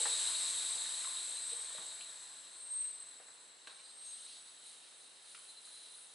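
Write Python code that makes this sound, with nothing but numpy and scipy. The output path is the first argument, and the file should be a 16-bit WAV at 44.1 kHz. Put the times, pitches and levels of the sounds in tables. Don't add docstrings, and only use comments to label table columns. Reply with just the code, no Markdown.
import sys
import numpy as np
from scipy import signal
from scipy.fft import rfft, irfft, next_fast_len
from scipy.io import wavfile
from scipy.ndimage import uniform_filter1d

SR = 44100
rng = np.random.default_rng(int(sys.argv[2]) if len(sys.argv) > 2 else 0)


def transcribe(signal):
    frames = np.atleast_2d(signal).T
    limited = np.clip(frames, -1, 1)
    pcm = np.round(limited * 32767).astype(np.int16)
    wavfile.write(sys.argv[1], SR, pcm)


def linear_from_db(decibels):
    return 10 ** (np.asarray(decibels, float) / 20)


N = 270774

# [f/Hz, level per Hz/dB]
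ROOM_AIR = [(18, -67), (30, -42), (359, -6.5), (426, -3), (495, -3.5), (2690, -6.5), (4040, -10),
            (5000, -11), (6500, -11), (11000, -120)]
MURMUR = [(15, -54), (25, -30), (54, -18.5), (97, -13), (135, -11), (300, -4.5), (390, -16), (660, -120)]
# [f/Hz, t60/s]
WALL_T60 = [(200, 0.87), (1000, 0.58), (4000, 0.16), (10000, 0.29)]
# [f/Hz, level/dB]
WALL_LEVEL = [(60, -28), (250, -8.5), (600, -5), (1200, -3.5), (2500, -6.5), (4000, -10.5), (6000, -9),
              (11000, -12)]
# [f/Hz, level/dB]
MIC_TILT = [(60, 0), (220, -0.5), (830, -0.5), (3090, -0.5), (11500, 0.5)]
# [t/s, level/dB]
HAND_SHADE = [(0, 1.6), (1.4, 1.8), (2.6, 1.1), (2.85, 2.2), (3.1, 0.8), (3.9, 0.6), (4.1, 1.8), (4.3, 0.1),
              (6.14, 0.1)]

# [spread/octaves, rise/cycles, t60 at 1 kHz/s, exponent by which high ones die sooner]
PING_KIND = (0.048, 3.4, 0.073, .05)
TAP_KIND = (0.1, 1.96, 0.077, 0.24)
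CLICK_KIND = (0.22, 1.86, 0.043, 0.22)
SNAP_KIND = (0.412, 0.48, 0.087, 0.067)
SCUFF_KIND = (.8, 8.7, 0.26, 0.11)
THRUM_KIND = (0.21, 3.4, 0.15, .1)
# [t/s, level/dB, f/Hz]
TIRE_PINGS = [
    (0, -53.5, 506),
    (0, -50, 830),
    (0.864, -59, 1070),
    (.882, -63, 1030),
    (1.05, -50, 1075),
    (1.07, -51, 1070),
    (1.115, -60, 970),
    (1.516, -58, 453),
    (1.527, -53, 467),
]
# [t/s, level/dB, f/Hz]
RIM_TAPS = [(.0541, -40.5, 920), (0.0552, -39.5, 1290), (0.0547, -38.5, 1720), (.0661, -44, 880),
            (.856, -49.5, 1930), (1.044, -48.5, 1426), (1.047, -51, 2050), (1.7843, -58, 1004),
            (2.009, -51.5, 2750), (1.7471, -53, 567), (1.7651, -55.5, 571), (3.2144, -66, 550),
            (3.6721, -46.5, 3930), (3.6761, -58, 4200), (3.6811, -58, 3930), (3.697, -55, 3900),
            (3.707, -56, 4000), (3.6725, -65, 6100), (3.672, -51, 2820), (5.348, -58, 1340),
            (5.349, -64, 1640)]
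# [t/s, level/dB, f/Hz]
VALVE_CLICKS = [(1.781, -47, 1080), (3.2001, -47, 620), (3.6728, -42.5, 1445), (3.6816, -53, 1110),
                (5.3473, -54, 1490), (5.3761, -54, 1480), (5.6717, -56, 1481), (5.9797, -57, 1520),
                (6.098, -60, 1090), (5.452, -57, 2750), (3.5143, -62, 3600), (3.5483, -60, 3580),
                (3.5842, -60, 3530), (3.6171, -66, 3330)]
# [t/s, level/dB, f/Hz]
RUBBER_SNAPS = [(.058, -51, 606), (1.704, -55, 1070), (1.782, -54, 1590), (1.784, -62, 222),
                (2.008, -52, 3360), (2.741, -62.5, 1220), (3.1994, -59, 1486), (3.284, -59, 1570),
                (3.674, -59.5, 527), (3.6712, -54, 2790), (3.6725, -59, 5020), (3.6725, -53, 10000),
                (5.347, -54, 2600), (5.348, -60, 4800)]
# [t/s, level/dB, f/Hz]
HAND_SCUFFS = [
    (1.78, -55, 624),
    (3.683, -57, 1200),
    (3.688, -58, 2800),
    (3.78, -67, 1515),
    (3.785, -61, 3010),
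]
# [t/s, level/dB, f/Hz]
LOW_THRUMS = [
    (0, -46, 508),
    (.062, -49, 496),
    (.11, -53, 533),
    (0.169, -58, 476),
]

# [t/s, f/Hz]
SAGGING_TONES = [
    [(2.46, 8760), (2.55, 8600), (2.7, 8425), (2.76, 8355), (2.84, 8305), (3.0, 8165), (3.1, 8080),
     (3.36, 7840)],
    [(3.22, 9320), (3.33, 9230), (3.48, 8950)],
    [(3.56, 8670), (3.77, 8580), (4.0, 8410), (4.1, 8310), (4.25, 8155), (4.5, 7875), (4.8, 7520)],
]
# [level on resonance/dB, stem grip, sinking of resonance/Hz, gain/dB per s]
TONE_DRIVES = [(-39, 1.09, 9, -3), (-53, 0.78, 0.2, 0.2), (-49.5, 0.66, 22, 8.5)]
# [f/Hz, level/dB]
STEM_GRIP = [(7500, -41), (7900, -25), (8200, -10), (8330, 0.5), (8410, -4), (8470, -11), (8600, -14),
             (8730, -15), (9300, -20)]
# [f/Hz, blur 0-1]
STEM_BLUR = [(7500, 1), (8000, 0.5), (8200, 0.7), (8290, 0), (8450, 0.09), (8600, 0.3), (9300, .6)]
# [start t/s, length/s, f/Hz, top level/dB, blur 0-1]
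HELD_TONES = [(1.099, 0.78, 8275, -45, 0.52), (3.74, 0.23, 4110, -63, 0.85), (4.032, .12, 6550, -66, .3),
              (4.62, 0.25, 8300, -71, .8), (4.33, 0.31, 9680, -69, .8), (5.84, 0.19, 9720, -65, .9),
              (1.859, 0.11, 4070, -61, 0.4), (1.119, 0.11, 3780, -52.5, 0.2),
              (1.338, 0.084, 4070, -49.5, 0), (1.399, 0.2, 4075, -55, 0.5),
              (5.376, 0.56, 4062, -68.5, 0.02), (5.605, 0.41, 4045, -63.5, 0.02),
              (3.816, 0.12, 4790, -66, 0.8), (5.454, 0.09, 4072, -59.5, 0), (5.552, 0.055, 4060, -59, 0),
              (5.62, 0.14, 4060, -64, 0), (5.701, 0.14, 4050, -63, 0), (5.77, 0.15, 4035, -62.5, 0),
              (5.82, .09, 3900, -64, .8), (5.899, 0.1, 4030, -66, .1), (6.058, 0.096, 4050, -73, .5)]

# [t/s, level/dB]
PRESSURE_FALL = [(0, -38.5), (.05, -39.5), (.75, -44), (1.54, -50), (1.85, -51.5), (2.6, -60), (2.85, -59),
                 (3.63, -66), (3.8, -66.5), (6.14, -68.5)]
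# [pressure level/dB, fizz over pressure level/dB]
FIZZ_BY_PRESSURE = [(-71, -4), (-49, -4), (-47, -2.5), (-37.5, -5.5)]
# [peak t/s, fizz level/dB, jet level/dB, rise by 10 dB/s, fall by 10 dB/s]
CORE_PUFFS = [(3.71, -74, -65.5, 0.04, 0.13), (4.05, -60, -63.5, 0.059, 0.5), (4.18, -63, -69, 0.16, 0.25),
              (4.33, -62, -59, 0.38, 0.15), (4.67, -55.5, -61, 0.044, 0.13),
              (4.87, -66.5, -64, 0.12, 0.063), (5.0, -61.5, -77, 0.082, 0.15), (5.18, -73, -68, 0.064, 0.1),
              (5.31, -57.5, -62.5, 0.087, 0.32), (5.44, -65, -68, .08, 0.078),
              (5.505, -58.5, -76, 0.033, 0.033), (5.581, -78, -73, 0.021, 0.025),
              (5.655, -56.5, -62.5, 0.022, 0.13), (5.78, -59.5, -69, 0.12, 0.088),
              (5.86, -63.5, -62.5, 0.24, 0.13), (5.99, -57, -69, 0.15, 0.21)]
# [f/Hz, level per Hz/dB]
JET_SHAPE = [(1500, -28.5), (2200, -16.5), (2900, -14.5), (3550, -8), (3750, -3), (4150, -2), (4500, -11),
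             (5300, -15.5), (6800, -16.5), (8000, -25), (9000, -90)]
UPPER_SHAPE = [(5000, -28), (6800, -17), (7200, -13), (7550, -4.5), (7950, -1), (8330, -3.5), (8450, -9.5),
               (8600, -19), (9000, -41), (10000, -52)]
RUSH_SHAPE = [(60, -67), (250, -10), (400, -9), (480, -3), (1000, -0.5), (1800, 2.5), (2400, -6.5),
              (3200, -3.5), (4200, -19), (7000, -90)]
FIZZ_SHAPE = [(4800, -51), (7200, -20), (8300, 2.5), (9000, 0), (9700, 2), (10300, 0.5), (11000, -2.5),
              (11500, -6)]
SPUTTER_SHAPE = [(4500, -33), (6200, -18), (7100, -10), (8300, -4), (8900, 2.5), (9700, 1.5), (10300, -2),
                 (11500, -7.5)]
# [f/Hz, width/Hz, lift/dB]
SEATED_MODES = [(1060, 150, 3), (1290, 150, -3), (2780, 100, 1.5), (3180, 150, 0.5), (3790, 90, 8),
                (3940, 60, -2), (4065, 70, 4.5), (4300, 150, 3), (4650, 250, 2), (5000, 150, 5),
                (5300, 250, -2), (6550, 60, 4), (6720, 120, -3), (7000, 100, 3), (7600, 120, 2),
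                (7760, 80, -2), (7950, 120, 4), (8130, 100, -2), (8310, 130, 6), (8870, 80, -5),
                (9040, 150, 4), (9320, 200, -8), (9850, 120, -3), (10250, 300, 3), (10600, 120, 3),
                (10950, 150, 2)]
SLACK_MODES = [(2760, 100, 4), (3790, 90, -3), (4065, 70, 1), (4180, 200, 3), (7000, 300, -3),
               (8120, 250, 2), (8320, 120, -4), (9400, 150, -5), (9750, 150, -2)]
LOOSE_MODES = [(2300, 150, -3), (2780, 100, 5), (3150, 220, 4), (3350, 100, -3), (3700, 70, 5),
               (3880, 80, 3), (4060, 70, 4), (4400, 80, 4), (4780, 70, 7.5), (5130, 80, 4), (5380, 60, 4),
               (6050, 80, 3), (6600, 150, 6), (8330, 90, 3.5), (8930, 120, 3), (9300, 200, -1.5),
               (9680, 130, 5), (10040, 80, 2)]
# [t/s, t/s]
SLACK_SPAN = (1.8, 3.0)
LOOSE_SPAN = (3.55, 3.8)


def evened(x):
    return x / np.sqrt(np.mean(x ** 2) + 1e-20)


def read(points, hz):
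    f, value = np.transpose(points)
    return np.interp(np.log(hz + 1), np.log(f + 1), value)


def add(mix, s, sound):
    part = mix[round(s * SR):][:len(sound)]
    part += sound[:len(part)]


def drift(shape, width, axis=0):
    once = uniform_filter1d(rng.standard_normal(shape), width, axis)
    return evened(uniform_filter1d(once, width, axis))


def colour(x, points):
    size = next_fast_len(x.shape[-1] + 8192)
    gain = linear_from_db(read(points, np.fft.rfftfreq(size, 1 / SR)))
    return irfft(rfft(x, size) * gain, size)[..., :x.shape[-1]]


def pressure(t):
    return np.interp(t, *np.transpose(PRESSURE_FALL))


def room_air():
    return linear_from_db(-66.5) * evened(colour(rng.standard_normal((2, N)), ROOM_AIR))


def building_murmur(t):
    murmur = linear_from_db(-84.5) * evened(colour(rng.standard_normal(N), MURMUR))
    return murmur * linear_from_db(0.21 * (pressure(t) + 56.5))


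def garage(x):
    taps = np.zeros((2, SR))
    at = np.arange(250, SR - 20, 20)
    at = at + rng.integers(0, 20, (2, len(at)))
    np.put_along_axis(taps, at, rng.choice([-1., 1.], at.shape), 1)
    hz, t, z = signal.stft(taps, SR, nperseg=256)
    fade = linear_from_db(-60 * t / read(WALL_T60, hz)[:, None])
    fade = fade / np.linalg.norm(fade, axis=1)[:, None]
    tail = signal.istft(z * fade, SR, nperseg=256)[1]
    tail = colour(tail / np.linalg.norm(tail, axis=1)[:, None], WALL_LEVEL)
    return signal.fftconvolve(x[None], tail, axes=1)[:, :N]


def knock(db, hz, spread, rise, t60):
    t = np.arange(12000) / SR
    place = np.linspace(-1, 1, 40) + .04 * rng.standard_normal(40)
    phase = .42 * rng.random(40)
    weight = np.exp(-place ** 2)
    mode_hz = hz * 2 ** (1.575 * spread * place)
    modes = np.sin(2 * np.pi * (np.outer(t, mode_hz) + phase)) @ weight
    decay = linear_from_db(db + 2.5 - 60 * t / t60)
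    return decay * (1 - np.exp(-t / rise)) ** 2 * modes / np.linalg.norm(weight)


def rim_and_rubber_blows():
    blows = np.zeros(N)
    for kind, rows in [(PING_KIND, TIRE_PINGS), (TAP_KIND, RIM_TAPS), (CLICK_KIND, VALVE_CLICKS),
                       (SNAP_KIND, RUBBER_SNAPS), (SCUFF_KIND, HAND_SCUFFS), (THRUM_KIND, LOW_THRUMS)]:
        spread, cycles, t60, slope = kind
        for s, db, hz in rows:
            add(blows, s, knock(db, hz, spread, cycles / hz, t60 * (1000 / hz) ** slope))
    return signal.sosfilt(signal.butter(2, 140, "high", fs=SR, output="sos"), blows)


def whistle(hz, level_db, blur, blur_hz=90, waver_hz=10.):
    blur = np.clip(blur, 0, 1)
    span = round(.4 * SR / blur_hz)
    wander = (drift(len(hz), span) + 1j * drift(len(hz), span)) / np.sqrt(2)
    cycles = np.cumsum(hz + waver_hz * drift(len(hz), 900)) / SR
    tone = (np.sqrt(1 - blur) + np.sqrt(blur) * wander) * np.exp(2j * np.pi * cycles)
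    return np.sqrt(2) * linear_from_db(level_db) * tone.real * signal.windows.tukey(len(hz), .35)


def gliding(glide, db, grip, sunk, gain_db):
    t = np.arange(glide[0][0], glide[-1][0], 1 / SR)
    hz = np.interp(t, *np.transpose(glide))
    level_db = db + grip * read(STEM_GRIP, hz + sunk) + gain_db * (t - t.mean())
    return t[0], whistle(hz, level_db, read(STEM_BLUR, hz))


def held(start, length, hz, db, blur):
    u = np.linspace(-1, 1, round(length * SR))
    return start, whistle(hz + 0 * u, db - 19 * u ** 2, blur)


def gap_whistles():
    tones = np.zeros(N)
    for glide, drive in zip(SAGGING_TONES, TONE_DRIVES):
        add(tones, *gliding(glide, *drive))
    for row in HELD_TONES:
        add(tones, *held(*row))
    return tones


def lifted(x, modes):
    size = next_fast_len(N + 8192)
    fine = np.fft.rfftfreq(size, 1 / SR)
    lift_db = sum(db / (1 + (2 * (fine - f) / width) ** 2) for f, width, db in modes)
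    return irfft(rfft(x, size) * linear_from_db(lift_db), size)[:N]


def flow(t):
    peak, fizz_db, jet_db, rise, fall = np.transpose(CORE_PUFFS)[..., None]
    puff = linear_from_db(-10 * np.maximum((peak - t) / rise, (t - peak) / fall) ** 1.04) ** 2
    loose = np.interp(t, LOOSE_SPAN, [0, 1])
    push_db = pressure(t)
    jet = linear_from_db(push_db - 3.5) ** 2
    jet = jet + loose * linear_from_db(-67.5) ** 2 + (puff * linear_from_db(jet_db) ** 2).sum(0)
    upper = linear_from_db(push_db + 0.5) ** 2
    rush = linear_from_db(-68 + 0.67 * (push_db + 59)) ** 2
    fizz = linear_from_db(push_db + np.interp(push_db, *np.transpose(FIZZ_BY_PRESSURE))) ** 2
    sputter = loose * linear_from_db(-69.5) ** 2 + (puff * linear_from_db(fizz_db) ** 2).sum(0)
    return jet, upper, rush, fizz, sputter


def hiss(patchy_db=1.0, flicker_db=0.16):
    frames, hz = N // 128 + 5, np.fft.rfftfreq(512, 1 / SR)
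    shapes = [JET_SHAPE, UPPER_SHAPE, RUSH_SHAPE, FIZZ_SHAPE, SPUTTER_SHAPE]
    power = 0
    for shape, level in zip(shapes, flow(np.arange(frames) * 128 / SR)):
        share = linear_from_db(read(shape, hz)) ** 2 * (hz > shape[0][0]) * (hz < shape[-1][0])
        power = power + np.outer(level, share / share.mean())
    a, b = rng.standard_normal((2, frames, len(hz)))
    noise = a + 1j * b
    patches = evened(uniform_filter1d(drift(a.shape, 12), 8, 1))
    gusts = drift(frames, 6)[:, None] * (hz > 2500)
    z = noise * np.sqrt(power) * linear_from_db(patchy_db * patches + flicker_db * gusts)
    unit = signal.istft(noise.T, nperseg=512, noverlap=384)[1].std()
    air = signal.istft(z.T, nperseg=512, noverlap=384)[1][:N] / unit
    t = np.arange(N) / SR
    loose = np.interp(t, LOOSE_SPAN, [0, 1])
    slack = np.interp(t, SLACK_SPAN, [0, 1])
    seated = (1 - slack) * lifted(air, SEATED_MODES) + slack * lifted(air, SEATED_MODES + SLACK_MODES)
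    return (1 - loose) * seated + loose * lifted(air, LOOSE_MODES)


def scene():
    t = np.arange(N) / SR
    blows = rim_and_rubber_blows()
    air = hiss() + gap_whistles()
    walls = garage(air + linear_from_db(0.5) * blows)
    shade = linear_from_db(np.interp(t, *np.transpose(HAND_SHADE)) * [[.5], [-.5]])
    return shade * air + blows + walls + room_air() + building_murmur(t)


def top_cut(x):
    return signal.sosfilt(signal.butter(12, 12080, fs=SR, output="sos"), x)


def record(dry):
    half = np.array(MIC_TILT) * [1, .5]
    x = np.array([colour(dry[0], half), colour(dry[1], half * [1, -1])])
    band_limit = signal.firwin(2001, 11025, window=("kaiser", 9), fs=SR)
    x = signal.oaconvolve(x, band_limit[None], "same")
    return top_cut(x)


dry = scene()
out = record(dry)
transcribe(out)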